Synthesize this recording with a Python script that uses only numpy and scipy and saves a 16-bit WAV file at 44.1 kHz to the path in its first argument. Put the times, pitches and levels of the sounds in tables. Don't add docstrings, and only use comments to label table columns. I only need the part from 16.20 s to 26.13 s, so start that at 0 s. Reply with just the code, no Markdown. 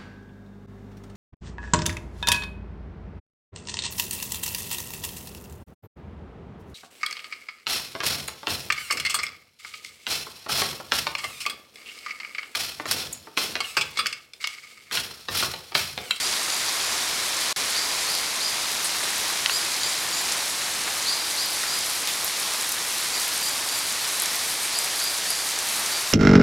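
import sys
import numpy as np
from scipy import signal
from scipy.fft import rfft, irfft, next_fast_len
from scipy.io import wavfile
from scipy.ndimage import uniform_filter1d

SR = 44100
rng = np.random.default_rng(int(sys.argv[2]) if len(sys.argv) > 2 else 0)


def wrap_up_sound(samples):
    columns = np.atleast_2d(samples).T
    tamed = np.clip(columns, -1, 1)
    steps = np.round(tamed * 32767).astype(np.int16)
    wavfile.write(sys.argv[1], SR, steps)


N = 437913
TIME = np.arange(N) / SR


def undb(db):
    return 10 ** (np.asarray(db) / 20)


def unit(x):
    return x / np.sqrt(np.mean(x ** 2))


def add(track, start_s, sound):
    i = max(int(start_s * SR), 0)
    track[i:i + len(sound)] += sound[:N - i]


def colour(x, points):
    hz, db = np.transpose(points)
    size = next_fast_len(N + 4096, True)
    bin_hz = np.maximum(np.arange(size // 2 + 1) * SR / size, 1)
    gain = undb(np.interp(np.log(bin_hz), np.log(hz), db))
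    return unit(irfft(rfft(x, size) * gain, size)[:N])


def band(x, low_hz, high_hz):
    sos = signal.butter(2, [low_hz, min(high_hz, .48 * SR)], "band", fs=SR, output="sos")
    return signal.sosfilt(sos, x + 1e-18)


def walk(rate_hz, size=N):
    hold = max(int(SR / rate_hz), 1)
    steps = np.repeat(rng.standard_normal(size // hold + 1), hold)
    return unit(uniform_filter1d(steps, hold)[:size])


def gutters():
    # centre in s, spread in s, pitch in Hz, bandwidth in Hz, level in dB.
    resonances = [(3.2, 2.6, 331.6, 15, -58.5), (8.8, 0.82, 592, 23, -55.5)]
    out = np.zeros(N)
    for centre_s, spread_s, hz, width_hz, db in resonances:
        ring = unit(band(rng.standard_normal(N), hz - width_hz / 2, hz + width_hz / 2))
        swell = np.exp(-.5 * ((TIME - centre_s) / spread_s) ** 2)
        out += ring * undb(db) * swell
    return out


def puddles(count=90, low_hz=1600, high_hz=4200, decay_cycles=15, glide=0.132, base_db=-34, scatter_db=3):
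    out = np.zeros(N)
    t = np.arange(SR // 20) / SR
    for when, small, near in rng.random((count, 3)):
        start_hz = low_hz * (high_hz / low_hz) ** small
        decay = np.exp(-t * start_hz / decay_cycles)
        hz = start_hz * (1 + glide * (1 - decay))
        ring = np.sin(2 * np.pi * np.cumsum(hz) / SR) * decay
        add(out, when * N / SR, ring * undb(base_db - scatter_db * np.log(1.1 - near)))
    return out


def chirp(top_hz, second_db, third_db, scoop=.2, rise_share=.68, waver=0.0046, rough_db=2.5, rasp=0.0496):
    # level in dB, length in s, harshness 0-1.
    effort = [(-28, .082, .35), (-25.5, .088, .95)]
    levels_db, lengths_s, harshnesses = np.transpose(effort)
    length_s = np.interp(second_db, levels_db, lengths_s)
    harshness = np.interp(second_db, levels_db, harshnesses)
    progress = np.linspace(0, 1, int(length_s * SR))
    slow, fast, flutter = (walk(hz, size=SR // 4)[:len(progress)] for hz in (90, 900, 260))
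    climb_left = np.maximum(1 - progress / rise_share, 0)
    sag = scoop * climb_left ** 1.6 + rasp * np.sqrt(climb_left) * fast
    phase = 2 * np.pi * np.cumsum(top_hz * (1 - harshness * sag + waver * slow)) / SR
    swell = np.abs(np.sin(np.pi * progress)) ** 0.18 * undb(rough_db * flutter)
    return swell * (undb(second_db) * np.sin(2 * phase) + undb(third_db) * np.sin(3 * phase))


def bird(pitch_scatter=0.00702):
    # start in s, chirp count, spacing in s, first chirp's harmonic 2 in dB,
    # its change per chirp in dB, top fundamental in Hz, harmonic 3 in dB.
    runs = [ (.002, 3, .30, -27.5, -5.5, 2400, -34), (1.538, 3, .33, -25.5, .1, 2435, -40),
            (3.292, 3, .316, -24.5, -3, 2444, -30.5), (4.855, 3, 0.31, -22.5, -2.5, 2446, -38),
            (6.922, 3, .283, -27.5, -1, 2426, -35), (8.52, 3, .274, -26.5, -0.5, 2420, -44),
            (9.715, 1, .3, -28.5, 0, 2385, -45)]
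    out = np.zeros(N)
    for start_s, count, spacing_s, second_db, change_db, top_hz, third_db in runs:
        for k in range(round(count)):
            hz = top_hz * (1 + pitch_scatter * rng.standard_normal())
            add(out, start_s + k * spacing_s, chirp(hz, second_db + k * change_db, third_db))
    return out


def garden_echo(x, t60_s=0.73, echo_db=-0.2, delay_s=0.0043):
    t = np.arange(SR) / SR
    tail = rng.standard_normal(len(t)) * np.exp(-np.log(1000) * t / t60_s) * (t > delay_s)
    echo = signal.fftconvolve(x, tail / np.linalg.norm(tail))[:N]
    return (x + undb(echo_db) * echo) / np.hypot(1, undb(echo_db))


def splash(peak_db, hz, droplets_db, attack_s=.00015, decay_1khz_s=.0015, tail_s=0.027):
    t = np.arange(SR // 10) / SR
    slap = np.exp(-t * (hz / 1000) ** .48 / decay_1khz_s)
    droplets = undb(droplets_db) * np.exp(-t / tail_s)
    force = (slap + droplets) * np.minimum(t / attack_s, 1)
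    edge_ratio = np.interp(hz, [2000, 9000], [1.76, 1.18])
    sound = band(rng.choice([-1., 1.], len(t)) * force, hz / edge_ratio, hz * edge_ratio)
    return sound * undb(peak_db) / np.abs(sound).max()


def drips(turned, count=44, low_hz=3000, high_hz=11800, base_db=-14.5, terrace_db=3, scatter_db=4):
    # start in s, peak in dB, splash centre in Hz, droplets in dB re the slap.
    fat_drips = [ (2.645, -14.5, 8800, 0), (3.2603, -2, 2100, -26), (3.2963, -9, 1700, -24),
                 (3.6336, -10, 4400, -24), (4.122, -9, 6300, -22), (4.677, -15.5, 1490, -10),
                 (5.436, -19, 1150, -16), (5.8734, -7.5, 4000, -11), (5.889, -13.5, 3500, -8),
                 (6.0454, -11, 11500, -32), (6.079, -14, 3800, -20), (7.080, -10, 11600, -32),
                 (7.9994, -8, 8800, -26), (8.0209, -6, 10200, -24), (8.588, -6, 8500, -26),
                 (9.105, -9, 10200, -28), (9.389, -10, 6800, -20)]
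    out = np.zeros(N)
    for start_s, peak_db, hz, droplets_db in fat_drips:
        add(out, start_s, splash(peak_db, hz, droplets_db))
    for when, small, far in rng.random((count, 3)):
        peak_db = base_db + terrace_db * turned[int(when * N)] - scatter_db * far
        hz = low_hz + (high_hz - low_hz) * np.sqrt(small)
        add(out, when * N / SR, splash(peak_db, hz, droplets_db=-30))
    return out


def impacts(per_s, spread_db, cap_db):
    hits = rng.random(N) < per_s / SR
    size_db = np.minimum(spread_db * rng.exponential(size=N), cap_db)
    return hits * undb(size_db) * rng.choice([-1, 1], N)


def patter(per_band_per_s, spread_db, cap_db, flicker_db, bands=9):
    out = np.zeros(N)
    for hz in np.geomspace(350, 13000, bands):
        taps = band(impacts(per_band_per_s, spread_db, cap_db), hz / np.sqrt(2), hz * np.sqrt(2))
        out += unit(taps) * np.sqrt(hz) * undb(flicker_db * walk(rate_hz=25))
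    return unit(out)


def paving(ticks_db=-13):
    # frequency in Hz, relative spectral density in dB.
    spray_spectrum = [(500, -40), (3000, -11), (6500, -1), (9000, 3.5), (11500, 1), (13500, -3.5),
                      (16000, -23)]
    ticks = unit(impacts(per_s=250, spread_db=4, cap_db=15))
    fizz = patter(per_band_per_s=1200, spread_db=0, cap_db=13, flicker_db=2.7)
    return colour(fizz + undb(ticks_db) * ticks, spray_spectrum)


def lawn(leaves_db=-5.5, drift_db=0.43):
    # frequency in Hz, relative spectral density in dB.
    wash_spectrum = [(25, -22), (70, -14), (180, -11), (480, -8), (1050, -3), (1550, -4), (2150, -2),
                     (2850, -4.5), (4000, -1), (5300, -2), (7000, -6), (10500, -9), (13000, -16.5),
                     (16000, -26)]
    leaves = patter(per_band_per_s=700, spread_db=3.5, cap_db=15, flicker_db=2.0)
    rain = rng.standard_normal(N) + undb(leaves_db) * leaves
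    return colour(rain, wash_spectrum) * undb(drift_db * walk(rate_hz=5))


def scene():
    # time in s, share of the turn (0 lawn, 1 terrace).
    facing = [(1.8, 0), (2.7, 0.36), (4.6, 0.45), (6.4, 0.91), (9.93, 0.87)]
    # rain level in dB facing the lawn, then facing the terrace.
    lawn_db = (-26.5, -27.9)
    paving_db = (-42, -32)
    turned = np.interp(TIME, *np.transpose(facing))
    wash = lawn() * undb(np.interp(turned, [0, 1], lawn_db))
    spray = paving() * undb(np.interp(turned, [0, 1], paving_db))
    mono = wash + spray + gutters() + puddles() + drips(turned) + garden_echo(bird())
    return np.array([mono, mono])


def record(dry, cutoff_hz=15850):
    # start in s, end in s, depth in dB.
    gap = (1.328, 1.3615, -30)
    start_s, end_s, depth_db = gap
    gain = undb(depth_db * ((TIME > start_s) & (TIME < end_s)))
    lowpass = signal.ellip(10, .1, 80, cutoff_hz, fs=SR, output="sos")
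    return signal.sosfilt(lowpass, dry * gain)


dry = scene()
out = record(dry)
wrap_up_sound(out)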